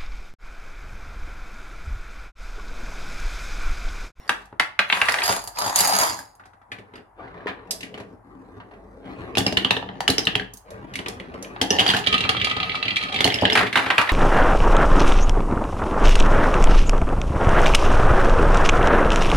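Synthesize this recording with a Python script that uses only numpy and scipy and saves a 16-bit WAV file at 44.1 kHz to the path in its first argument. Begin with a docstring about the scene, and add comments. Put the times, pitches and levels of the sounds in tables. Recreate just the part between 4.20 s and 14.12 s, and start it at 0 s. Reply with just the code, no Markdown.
"""Sharp wooden knocks and glassy clacks, with patter between them: glass marbles run down a wooden
marble run close to a phone in a small room. Each knock rings the part it strikes, thumps the frame and ticks.
Rolling is a dense patter of tiny bumps into the same parts. Thin glass rings, two dull thuds and a short
room tail join in, over a faint hum and a low wavering drone."""
import sys
import numpy as np
from scipy import signal
from scipy.fft import rfft, irfft
from scipy.io import wavfile
from scipy.ndimage import uniform_filter1d

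SR = 44100
rng = np.random.default_rng(int(sys.argv[2]) if len(sys.argv) > 2 else 0)


def generate_wav(signal):
    """Clip the signal to [-1, 1] and save it as 16-bit WAV at the path in sys.argv[1]."""
    frames = np.transpose(np.atleast_2d(signal))
    scaled = np.clip(frames, -1, 1) * 32767
    pcm = np.round(scaled).astype(np.int16)
    wavfile.write(sys.argv[1], SR, pcm)


N = 437472
T = np.arange(6144) / SR  # time axis of one blow, in seconds
LOW_HZ, MID_HZ, HIGH_HZ = 700, 1800, 4200  # borders between thump, body, ring and tick
PORT_GAP_S = 0.000423  # longest delay between the phone's two microphone ports

# The wooden parts and the heap of marbles. Each holds three things: its modes (the tones it rings with),
# the colour of its crack, and how far the crack stands over the modes in dB, before each layer's own offset.
# Each mode row: pitch in Hz, width in Hz (before sharpening), strength in dB (before scaling by width).
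# Each crack row: pitch in Hz, strength in dB per Hz.
TRAY = ([(1150, 70, 3), (1310, 67, 3), (1510, 70, 4), (1740, 80, 2), (1970, 80, 1), (2080, 680, -9.5),
        (2210, 43, -22), (2666, 210, -1), (4530, 60, -29)], [(41, -37.5), (72, -16), (112, 13), (162, -13),
        (223, 13), (2540, 1), (5750, -10.5), (11400, -13), (16000, -33)], 0.68)
HEAP = ([(757, 260, -2), (931, 260, -0.5), (1250, 86, -6), (1600, 170, -9), (2690, 270, -15.5),
        (4820, 150, 6.5), (6755, 233, 6), (7940, 110, -15.5), (11200, 467, -8), (11500, 440, -19.5)],
        [(41, -53), (70, -22), (431, -4.5), (506, -3.5), (744, 1), (2370, -29.5), (6900, -16),
        (11600, -14.5), (16000, -30)], -1.3)
RAMP = ([(1080, 89, 5), (2472, 140, -11), (4890, 5000, -24)], [(41, -36), (70, -18), (344, -4.5),
        (506, -14.5), (744, -9), (892, -19), (2600, -16.5), (3910, -26.5), (11600, -36), (16000, -61)], 2)
BLOCK = ([(815, 150, -4.5), (1780, 50, -3.5), (3450, 90, -12), (5140, 70, -16), (2190, 230, -17),
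         (2860, 160, 0), (3094, 68, -5), (4160, 23, -57), (4930, 460, -22), (4660, 110, -11.5),
         (6010, 64, -14), (7020, 97, -18), (7900, 33, -47)], [(41, -34), (70, -28.5), (108, 4), (431, 5),
         (529, -8.5), (779, 13), (2270, -25.5), (2840, -17), (11000, -29), (16000, -39)], -4)
ZIGZAG = ([(750, 43, 3), (1258, 21, 17), (1772, 25, 4), (2012, 23, 6), (2342, 28, 11.5), (2640, 14, 12.5),
          (2850, 32, 6), (3216, 29, 13.5), (4034, 67, 1), (4710, 54, 0), (6200, 59, -32), (6700, 26, -36),
          (8160, 34, -40)], [(41, -15), (72, 5), (122, 19), (1020, -18), (1250, -6), (1510, -20),
          (3190, -11), (11100, -26.5), (16000, -60)], -1)

# Where the marbles are. Each row: start in seconds, part they run on.
ROUTE = [(0, TRAY), (1.03, HEAP), (2.17, TRAY), (2.9, RAMP), (5.14, BLOCK), (6.42, RAMP), (7.4, BLOCK),
         (7.82, ZIGZAG), (9.0, BLOCK), (9.34, TRAY)]

# How each stretch of the route sounds. 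Each row: basic knock decay in seconds, left minus right in dB,
# bearing from -1 (right) to 1 (left), spread of bump sizes in dB, scatter of rolling modes in dB.
STRETCHES = [(0.048, -0.5, .2, 1, 1.5), (0.08, 0, .7, 3, 2.5), (0.11, -0.5, .9, 2.5, 0),
             (0.09, 0, .5, 2.2, 2), (0.062, -1, .6, 2.5, 1), (0.058, -0.5, .8, 2, 2.5),
             (0.11, -2, -.9, 3.5, 1.5), (0.07, -2.5, -.6, 2.5, 4.5), (0.066, -1.5, -.9, 3, 5.5),
             (0.093, -1.5, .1, 1.5, 0.5)]


def undb(db):
    """Turn decibels into a plain gain."""
    return 10 ** (np.asarray(db) / 20)


def rms(x):
    """Average strength of a signal."""
    return np.sqrt(np.mean(x ** 2))


def colour(x, points):
    """Shape the spectrum along the last axis by (Hz, dB) points."""
    hz, db = np.transpose(points)
    f = np.arange(x.shape[-1] // 2 + 1) * SR / x.shape[-1] + 1  # 1 Hz up, so that the log exists
    gain = undb(np.interp(np.log(f), np.log(hz), db))
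    return irfft(rfft(x) * gain, x.shape[-1])


def fade(t60):
    """Die away by 60 dB in t60 seconds."""
    return np.exp(-np.log(1000) * T / t60)


def stretch_at(s):
    """Number of the stretch of the route at s seconds."""
    return np.searchsorted([start for start, _ in ROUTE], s, "right") - 1


def part_at(s):
    """The part the marbles run on at s seconds."""
    return ROUTE[stretch_at(s)][1]


def hum():
    """Still air and distant machines: coloured noise, its bass nearly alike at both ports."""
    # Each row: pitch in Hz, strength in dB per Hz.
    hum_colour = [(15, -50.5), (25, -17), (102, 2.5), (190, -23), (503, -18), (818, -2.5), (2050, -25),
                  (3160, -50.5), (11600, -42.5), (16000, -83.5)]
    mid_db = -56  # level of what both ports share
    mid, side = colour(rng.standard_normal((2, N)), hum_colour)
    side = colour(side, [(60, -17.5), (500, -2.5), (1500, -3.0)])
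    return undb(mid_db) * np.array([mid + side, mid - side]) / rms(mid)


def drone():
    """A low wavering drone through the floor: noise squeezed into a narrow band near 48 Hz."""
    # Each row: time in seconds, level in dB.
    drone_levels = [(0, -60), (1, -57), (1.6, -63), (2.5, -66), (3.1, -57), (3.6, -54), (5, -53),
                    (7.9, -57), (9.2, -57), (9.92, -66)]
    x = colour(rng.standard_normal(N),
               [(25, -33.0), (40, -16.0), (48, 23.0), (56, -13.5), (80, -31.0), (200, -73.0)])
    level_db = np.interp(np.arange(N) / SR, *np.transpose(drone_levels))
    return undb(level_db) * x / rms(x)


def room(x):
    """A diffuse tail that builds within a few milliseconds; the treble dies first."""
    t60_s, treble_t60_s = 0.37, 0.22
    t = np.arange(int(.45 * SR)) / SR
    noise = rng.standard_normal((3, len(t)))
    low = signal.sosfilt(signal.butter(1, 1500, fs=SR, output="sos"), noise)
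    bass = signal.sosfilt(signal.butter(1, 250, fs=SR, output="sos"), noise)
    slow = low - bass + .55 * bass[2]  # both ports get the same bass
    tail = slow * 1000 ** (-t / t60_s) + (noise - low) * 1000 ** (-t / treble_t60_s)
    tail = tail[:2] * (1 - np.exp(-t / 0.002))
    tail = tail / np.linalg.norm(tail, axis=1, keepdims=True)
    return signal.fftconvolve(x, tail, axes=1)[:, :N]


def glass():
    """A marble touched by another sings on thinly: a pure tone that fades."""
    # Each row: start in seconds, pitch in Hz, peak level in dB, time to fade by 60 dB in seconds.
    glass_rings = [(0.001, 5460, -57, .18), (0.001, 9900, -68, .2), (0.078, 4680, -52, .35)]
    t = np.arange(N) / SR
    out = np.zeros(N)
    for s, hz, db, t60 in glass_rings:
        envelope = (t > s) * 1000 ** (-np.abs(t - s) / t60)
        out += undb(db) * envelope * np.sin(2 * np.pi * hz * t)
    return out


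def thuds():
    """A marble lands softly on solid wood: a few low cycles, gone at once."""
    # Each row: start in seconds, pitch in Hz, level in dB (before doubling and the soft start),
    # time to fade by 60 dB in seconds.
    thud_table = [(3.26, 420, -15, .02), (9.222, 600, -20, .03)]
    out = np.zeros(N + len(T))
    for s, hz, db, t60 in thud_table:
        i = int(s * SR)
        envelope = (1 - np.exp(-T / .0015)) * fade(t60)
        out[i:i + len(T)] += 2 * undb(db) * envelope * np.sin(2 * np.pi * hz * T)
    return out[:N]


def modes(table, bearing, sharp, scatter_db, spread=.3):
    """One blow on a table of modes; each fading tone reaches the two ports from its own spot."""
    hz, width, db = np.array(table, float).T[:, :, None]
    gain, detune, start, spot = rng.standard_normal((4, len(table), 1))
    f = hz + (0.22 * width + .005 * hz) * detune
    # a wide mode dies fast; a higher "sharp" makes every mode last longer
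    ring = undb(db + scatter_db * gain) * width * np.exp(-np.pi * width / sharp * T)
    lag = np.pi * f * PORT_GAP_S * np.clip(bearing + spread * spot, -1, 1)
    return np.array([np.sum(ring * np.sin(2 * np.pi * f * T + 2 * start + side * lag), axis=0)
                     for side in (1, -1)])


def blow(part, spot, bright_db, bearing, t60, sharp, scatter_db):
    """Ring, thump, body and tick of one blow: clear modes over a crack of countless short ones."""
    # The wooden frame's modes. Each row: pitch in Hz, width in Hz (before sharpening),
    # strength in dB (before scaling by width).
    frame_modes = [(88, 45, -15), (116, 16, -1), (185, 18, -.6), (260, 24, -2.5), (352.3, 72, 1),
                   (439.4, 31, 1), (600, 110, -3)]
    table, outline, crack_db = part
    if spot:  # modes far from the pitch of the struck spot sound slightly weaker, by up to about 2 dB
        ping_hz = spot[0][0]
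        table = [(f, width, db - 1.4 * min(abs(np.log2(f / ping_hz)), 1.5)) for f, width, db in table]
    own = modes(table, bearing, sharp, scatter_db)
    if spot:  # the ping arrives nearly in step at both ports
        own = own + modes(spot, .08 * bearing, sharp, scatter_db=1.0, spread=0.12)
    frame = modes(frame_modes, 0.65 * bearing, 0.79, scatter_db)

    outline = [(f, db + bright_db * max(np.log2(f / HIGH_HZ), 0)) for f, db in outline]
    noise = colour(rng.standard_normal((2, len(T))), outline)
    fizz = noise.copy()  # the treble of the crack differs between the ports
    share = .85  # much of the rest reaches both ports, one after the other
    delayed = np.roll(noise[0], int(bearing * PORT_GAP_S * SR))
    noise[1] = share * delayed + np.sqrt(1 - share ** 2) * noise[1]

    # Each row: band edges in Hz, clear modes, crack, factor on the decay, rise in seconds
    # (before softening), extra crack in dB. 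The thump comes late and stays; the tick is short.
    layers = [
        ([MID_HZ, HIGH_HZ], own, noise, 0.67, 0.00096, -1.5),  # ring
        ([70, LOW_HZ], frame, noise[:1], 1.66, 0.0048, -4),  # thump, with one crack for both ports
        ([LOW_HZ, MID_HZ], own, noise, 1.5, 0.0013, -1.5),  # body
        ([HIGH_HZ, 17000], own, fizz, 0.65, 0.00073, -1.5 + 0.89 * max(bright_db, 0)),  # tick
    ]
    soft = (t60 / 0.039) ** 0.33  # a glancing blow that lasts longer also starts more gently
    out = []
    for edges, clear, crack, stay, rise_s, more_db in layers:
        band = signal.butter(3, edges, "band", fs=SR, output="sos")
        clear = signal.sosfilt(band, clear)
        crack = signal.sosfilt(band, crack * fade(stay * t60))
        mix = clear / rms(clear) + undb(crack_db + more_db) * crack / rms(crack)
        out.append(mix * (1 - np.exp(-T / (rise_s * soft))))
    return out


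def roll_levels():
    """Gains of ring, rumble, body and hiss: every spell rises, swells or sinks evenly, and dies away."""
    # Each row: start and end in seconds, then levels in dB at mid-spell of ring, frame rumble,
    # body and hiss, then the swell from start to end in dB.
    spells = [(0, 0.214, -55, -53.5, -53.5, -61, 3), (0.71, 1.0, -33, -45, -30, -38, 3),
              (1.045, 1.15, -30, -42, -27, -29, -2), (1.39, 1.545, -35, -46, -28, -36, -6),
              (1.58, 1.79, -27, -38, -23.5, -25, 0), (1.81, 1.9, -30, -42, -26, -28, -5),
              (1.9, 2.086, -54, -53.5, -48, -48.5, -23), (2.506, 2.754, -74, -58, -60, -85.5, 2),
              (2.998, 3.506, -59, -44, -46, -83.5, -4), (3.522, 3.95, -72.5, -46.5, -58, -77.5, -2),
              (4.05, 4.38, -70, -47, -55, -78, 5), (4.44, 4.82, -72, -46.5, -57, -78, -2),
              (4.85, 5.17, -50.5, -36, -44, -69, -1.5), (5.215, 5.662, -60.5, -36.5, -46, -62, -5),
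              (5.698, 6.21, -54, -40.5, -47, -68, 4), (6.482, 7.423, -54, -40, -46, -70, 2.5),
              (7.522, 7.806, -32, -30.5, -31, -40, -5), (7.86, 8.59, -34, -37, -37, -49, -3.5),
              (8.638, 9, -35, -39.5, -34.5, -50, 2), (9.01, 9.438, -33, -32.5, -40.5, -49.5, 9),
              (9.56, 9.916, -35, -41.5, -34, -49, -8)]
    rise_db_per_s, fall_db_per_s = 498.5, 247.5
    t = np.arange(0, N + 64, 64) / SR  # a coarse time grid is enough
    power = 0
    for start, stop, *layers_db, swell_db in spells:
        shape_db = swell_db * (np.clip((t - start) / (stop - start), 0, 1) - .5)
        shape_db = shape_db - rise_db_per_s * np.maximum(start - t, 0)
        shape_db = shape_db - fall_db_per_s * np.maximum(t - stop, 0)
        power = power + undb(np.add.outer(layers_db, np.maximum(shape_db, -200))) ** 2
    return np.array([np.interp(np.arange(N) / SR, t, gain) for gain in np.sqrt(power)])


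def rolling(per_s, stretch_s):
    """Tiny bumps in the grain of the wood; the ringing changes as a marble moves along."""
    levels = roll_levels()
    grit_db = np.array(STRETCHES)[stretch_at(np.arange(N) / SR), 3]
    size = undb(grit_db * np.minimum(rng.exponential(size=N), 4))
    size /= np.sqrt(uniform_filter1d(size ** 2, SR // 4))  # even out the slow changes in strength
    bumps = (rng.random(N) < per_s / SR) * rng.standard_normal(N) * size

    hold = int(.018 * SR)  # the marble skips over rough and smooth patches
    patches = np.repeat(rng.standard_normal(N // hold + 1), hold)
    bumps *= undb(1.5 * uniform_filter1d(patches, hold // 2)[:N])

    # cut the bumps into overlapping pieces; each piece strikes a freshly drawn blow
    step = int(stretch_s * SR)
    pushes = np.pad(bumps / rms(bumps) * levels, ((0, 0), (step, 2 * step)))
    blend = np.sin(np.pi * np.arange(2 * step) / (2 * step))
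    out = np.zeros((2, N + len(T) + 3 * step))
    for i in range(0, N + step, step):
        s = min(i, N - 1) / SR
        _, _, bearing, _, scatter_db = STRETCHES[stretch_at(s)]
        layers = blow(part_at(s), [], 0, bearing, t60=0.014, sharp=0.5, scatter_db=scatter_db)
        for x, push in zip(layers, pushes):
            piece = (push[i:i + 2 * step] * blend)[None]
            y = signal.fftconvolve(piece, x / rms(x) / np.sqrt(len(T)), axes=1)
            out[:, i:i + y.shape[1]] += y
    return out[:, step:N + step]


def knocks():
    """Marbles drop, bounce and clack; the struck spot adds a short ping of its own."""
    # Each row: start in seconds, ring level in dB, then thump, body and tick in dB compared with
    # the ring, then the pitch of the ping in Hz and, on some, of a second ping in Hz.
    knock_table = [(0.078, -46, -8, -2, 2, 4610), (0.0925, -12, -18.5, -1.5, -12, 1740, 1150),
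                   (0.256, -64, 0, 0, 9, 6000), (0.326, -56, 18, 18, -22, 818),
                   (0.397, -8.5, -21.5, -4.5, -15, 1730, 2630), (0.5908, -7, -25, -5, -19.5, 2560, 1500),
                   (0.6995, -13.5, -38, -7.5, -41, 2060, 2680), (0.7251, -8, -24.5, -9.5, -29, 2450, 1520),
                   (0.77, -26, -20, 2, -6, 1600), (0.815, -8, -25, -6.5, -17, 2600, 1500),
                   (0.8854, -10.5, -21, -3.5, -14.5, 1910), (0.894, -24, -20, -4, 0, 4400),
                   (0.921, -30, -20, -4, 6, 4900), (0.9412, -15.5, -35, -4, -12, 1480),
                   (0.9858, -18, -36, -10, -31, 2000), (1.0186, -17, -31, -7, -32, 2500),
                   (1.0368, -22, -33, -4, 0.5, 4800), (1.06, -28, -25, -4, 5, 4500),
                   (1.0926, -20, -4, 4.5, -8, 915), (1.165, -32, -8, 8, -4, 880),
                   (1.239, -51, 2, 15, 16, 790), (1.2742, -35, -7.5, 3, 5.5, 905),
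                   (1.3715, -34, -12, 3, -13, 2540), (1.3862, -30, -26, 8, 7, 990),
                   (1.4151, -29.5, -8, 3.5, -5, 880), (1.4448, -34, -8, 0, 1, 969),
                   (1.462, -29.5, -1, 10, 4, 802), (1.477, -27.5, -10, -1, -1, 930),
                   (1.4964, -30, -4, 10, 0, 905), (1.5585, -19, -25, -2, 8, 6800, 900),
                   (1.588, -24, -22, -1, 11, 4660), (1.6051, -17, -15, -2, 6, 830),
                   (1.6463, -31, -14, 0, 9, 4600), (1.6732, -27, -14, 7, 11, 740),
                   (1.696, -29, -20, 13, 7, 760), (1.724, -27.5, -10, 10, 2, 800),
                   (1.7645, -30, -18, 6, 8, 4710), (1.7864, -22, -9, 3.5, 5, 6700),
                   (1.8327, -23, -24, 5, 1, 4710), (1.8643, -32, -17, 8, 2, 961),
                   (1.898, -32, -14, 1, 2, 900), (1.9896, -45.5, -6, 12, 7, 1690),
                   (2.1514, -65.5, 3, 7, 11, 975), (2.1961, -51.5, -4, 11, -13, 1430),
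                   (2.2361, -52.5, -9, -0.5, -23, 1530), (2.255, -51, -4, 7, -3.5, 810),
                   (2.333, -56, -2, 6, -12, 1400), (2.415, -58, -2, 7, -15, 1300),
                   (2.5172, -27, -11.5, -6, -17, 2480), (2.585, -40, 0.5, -10, -15, 2320),
                   (2.7366, -44, 5, -1, -19.5, 960), (2.755, -39.5, -8, -1, -10, 2770, 4700),
                   (2.7789, -44, 2, -7, -27, 970), (3.005, -60, 0.5, 3, -18.5, 1600),
                   (3.0471, -54.5, 4, 4, -20, 1800), (3.077, -48, 0, 6, -24, 2100),
                   (3.1418, -50, -2, 5, -18, 1900), (3.1763, -50.5, 0.5, 5, -24, 2380),
                   (3.2048, -48, 2, 6, -25, 1700), (3.2581, -46, 6, 12, -20, 900),
                   (3.2695, -26, -18, 1, -22, 1750, 1020), (3.279, -29, -18, -3, -24, 2420, 1850),
                   (3.287, -30, -16, -2, -22, 2400), (3.295, -32, -8, -1, -26, 1720),
                   (3.4721, -54, 0, 0, -9, 2700), (3.5083, -31, -11, -24, 13, 5010),
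                   (3.6066, -31.5, -19, -22, -4, 2600), (3.6299, -27.5, -10.5, -20, -11, 2770),
                   (3.648, -45, -7, -12, -1, 2370), (3.741, -33, -1.5, -6, -17, 3040),
                   (3.7763, -36.5, -2, 0, -14, 802), (3.8005, -38.5, 4.5, 0.5, -10.5, 980),
                   (4.401, -43.5, -8, 6, -24.5, 970), (4.5118, -51, -3.5, 9, -20, 840),
                   (4.536, -48.5, -1, 2.5, -21, 855), (4.8528, -50.5, 3, -2, -16, 1200),
                   (5.1521, -21, -13.5, -13, -12, 2470), (5.1711, -11.5, -6, -7, -9, 2840, 750),
                   (5.1817, -12.5, -7.5, -21, -0.5, 3410), (5.2052, -23.5, 2, -3, -15, 818),
                   (5.2649, -14, -2.5, -18, -4, 5130), (5.2802, -24, -14, -6, -13, 2370),
                   (5.3246, -24, 3, -13, -7, 810), (5.3705, -7.5, -14.5, -24, -14, 2900, 3150),
                   (5.447, -9.5, -13, -26, -18, 2950, 3200), (5.5072, -7, -14, -6, -16, 2800, 3600),
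                   (5.5662, -17, -6.5, -2.5, -17, 2780, 3630), (5.6261, -34, -2, 7, -32, 806),
                   (5.6893, -29.5, -4, 2, -33, 3080), (5.7548, -46, 4, 4, -32, 870),
                   (5.8052, -22.5, -18, 3.5, -6.5, 765), (5.8785, -5.5, -39, -11, -7.5, 3030),
                   (5.8874, -21, 4.5, -14, -8, 3430), (5.9007, -20.5, 0.5, -13, 5.5, 3920, 4370),
                   (5.9817, -14, -6, -21, -3, 5150, 6010), (5.991, -22, -25, -9, -2, 5130),
                   (6.0523, -34, -23, -21, 5, 3960), (6.07, -8.5, -13.5, -17, -19, 3070, 2780),
                   (6.153, -10, -14.5, -9.5, -16.5, 3110, 2810), (6.1969, -21.5, -8, -20, -21, 1670),
                   (6.336, -61.5, 16, -28, 25, 6550), (6.3714, -64.5, 9.5, -7, 24, 6440),
                   (6.5048, -50.5, 6, -10, 7, 855), (6.7374, -30, -17, -18, -9.5, 2820),
                   (6.7552, -21.5, -23, -20, -7, 2200), (6.789, -25, -4.5, -6, -12, 3060),
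                   (6.8604, -24.5, -7, -4, -17, 2430), (6.883, -29.5, 1, -8, 3, 3360),
                   (6.999, -31, -3, -25, -17.5, 1980), (7.14, -40.5, 3, -6, -14, 1090),
                   (7.2255, -43.5, -5, -14, 11, 6100), (7.2463, -34.5, -7, -11, -28, 2380),
                   (7.362, -36.5, -12, 6, -32, 805), (7.414, -8, -10.5, -15, -4, 3025),
                   (7.5049, -12.5, -3.5, -10, -2.5, 6000, 5100), (7.586, -12, -18, -15, -15, 2900),
                   (7.593, -6, -18, -12, -16, 3010), (7.601, -9, -18, -15, -12, 3250),
                   (7.6635, -10, -17, -7.5, -13, 3240), (7.678, -15, -17, -20, -8, 4650),
                   (7.6891, -10, -13, -29, -12, 3100, 3450), (7.7014, -8.5, -28, -20, -11, 3300),
                   (7.7364, -15, -10, -3, -11, 1500, 3000), (7.745, -18, -12, -3, -12, 1750),
                   (7.7649, -14.5, -31, -7, -9, 2750), (7.788, -24, -10, -8, -3, 3200),
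                   (7.84, -26, -15, -12, -20, 2900), (7.864, -18, -18, -14, -12, 3300),
                   (7.8704, -8.5, -19, -15, -15, 3110, 4010), (7.926, -11, -16, -9.5, -16, 3150),
                   (7.9411, -9.5, -12.5, -8, -19, 3080), (7.9793, -16, -23, -14, -15, 2720),
                   (8.0058, -15, -13, -23, -13.5, 2750), (8.0385, -16.5, -11, -10.5, -19, 2700),
                   (8.091, -8.5, -13, -7, -11, 2800, 3270), (8.05, -24, -20, 0, -22, 1258),
                   (8.148, -26, -16, 3, -22, 1258), (8.167, -18.5, -16, -10, -23, 3200),
                   (8.198, -23, -24, -13, -22, 3200), (8.214, -14, -14, -23, -23, 2890, 3260),
                   (8.245, -12.5, -16, -21, -8, 2900, 2310), (8.27, -19, -17, -3, -18, 2650),
                   (8.297, -19.5, -26, -20, -15, 3370), (8.3114, -15.5, -14, -6.5, -19, 3200),
                   (8.3656, -20, -8.5, -3, -17, 3240), (8.4002, -17.5, -19, -7, -20, 2380),
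                   (8.4291, -17, -27, -6, -28, 3060), (8.4947, -19, -13, -26, -34, 2300),
                   (8.517, -22.5, -20, -23, -30, 2330), (8.545, -28, -20, 5, -20, 1258),
                   (8.5525, -19, -24, -12, -18, 2700), (8.6273, -15.5, -24, -12, -21, 2680, 4040),
                   (8.6538, -20, -11, -18, -22, 3180), (8.681, -14.5, -28, -20, -23, 2470),
                   (8.7061, -18, -19, -21, -23, 2700), (8.759, -17, -25, -20, -14, 3300, 2700),
                   (8.7665, -12, -47, -22, -16, 2340, 3260), (8.812, -24, -15, -12, -18, 2700),
                   (8.826, -25, -15, -20, -10, 4000), (8.8354, -20.5, -13, -19, -15, 2320),
                   (8.8856, -28, -18, -26, -20, 2360), (8.924, -23, -18, -18, -12, 4000, 2300),
                   (8.9429, -18.5, -13, -16, -12, 2320), (8.9608, -16, -11.5, -20, -20, 2240),
                   (8.988, -20, -11, -13, -18, 2150), (9.0059, -10, -11.5, -23, -12, 3450, 2150),
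                   (9.0431, -7.5, -11, -23, -7, 2950, 4390), (9.053, -20, 3, 4, -12, 800),
                   (9.063, -17, -8, -6, -8, 3300), (9.075, -15, -3, -5, -9, 2110, 3130),
                   (9.102, -18, -12, -18, -23, 3320), (9.122, -19, -27, -13, -15, 2240),
                   (9.1416, -16.5, -9, -18, -7, 5100), (9.157, -21.5, -18, -18, -18, 2200),
                   (9.187, -20, -16, -23, -23, 3260), (9.212, -32, -2, -5, 0, 5120),
                   (9.2219, -24.5, 8.5, 7, -14, 620), (9.234, -30, 9.5, 14.5, -20, 860),
                   (9.2525, -8, -12, -13, -35, 3010, 1780), (9.2998, -13, -29, -18, -18, 3450, 2120),
                   (9.3222, -13.5, -16, -7, -15, 3140), (9.33, -22, -18, -17, 0.5, 5070),
                   (9.353, -8.5, -14, -2, -14.5, 2330, 810), (9.373, -9.5, -16, -3, -15.5, 2610, 800),
                   (9.39, -15, -14, -2, -16, 2200), (9.41, -18, -14, 0, -16, 1300),
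                   (9.428, -20, -14, -3, -18, 2300), (9.4666, -21.5, -15, -34, -18, 2220),
                   (9.5273, -18.5, -17, -14, -15, 2180, 3400), (9.556, -8, -16, -4, -19.5, 840, 1430),
                   (9.572, -12, -16, -4, -15, 3000, 900), (9.59, -18, -14, 0, -16, 1500),
                   (9.6624, -22.5, -5.5, 3, -19, 2480), (9.7022, -10, -21, -2.5, -22, 1520),
                   (9.7803, -5, -20.5, -4.5, -18, 2490), (9.8118, -17.5, -15, 2.5, -11.5, 1290),
                   (9.874, -23, -18, -3, -27, 1950), (9.891, -13.5, -28, -4, -20, 1860)]
    head = SR // 100  # each layer's level is set over its first 10 ms
    out = np.zeros((2, N + len(T)))
    for s, db, thump_db, body_db, tick_db, *pings_hz in knock_table:
        t60, pan_db, bearing, _, _ = STRETCHES[stretch_at(s)]
        pan_db = pan_db + 0.5 * rng.standard_normal()
        # glass on glass ticks loudly and far into the treble
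        bright_db = .5 * np.clip(tick_db - 6.5, -8, 25)
        spot = [(hz, 155, 11.5 - 3 * k) for k, hz in enumerate(pings_hz)]
        layers = blow(part_at(s), spot, bright_db, bearing, t60, sharp=12 * t60, scatter_db=3.5)
        hit = sum(undb(db + rel) * x / rms(x[:, :head])
                  for x, rel in zip(layers, (0, thump_db, body_db, tick_db)))
        i = int(s * SR)
        out[:, i:i + len(T)] += hit / np.sqrt(2) * undb([[pan_db / 2], [-pan_db / 2]])
    return out[:, :N]


def scene():
    """The marbles and their room tail over the hum and the drone."""
    run = knocks() + rolling(per_s=2500, stretch_s=.06) + glass() + thuds()
    room_db = -5.5
    return run + undb(room_db) * room(run) + hum() + drone()


def record(dry):
    """The two ports differ in tone; the phone rounds the loudest peaks and cuts the top."""
    # Each row: pitch in Hz, left minus right in dB.
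    port_tone = [(60, 1), (1500, 2), (4400, -2.5), (8000, -.8), (11000, -12), (13000, 3), (15000, 2.5)]
    ports = np.array([colour(x, [(f, side * db / 2) for f, db in port_tone])
                      for x, side in zip(dry, (1, -1))])
    top_cut = signal.ellip(10, .2, 90, 16300, fs=SR, output="sos")  # nothing much above 16300 Hz
    return signal.sosfilt(top_cut, np.tanh(0.8 * ports) / 0.93)


dry = scene()
out = record(dry)
generate_wav(out)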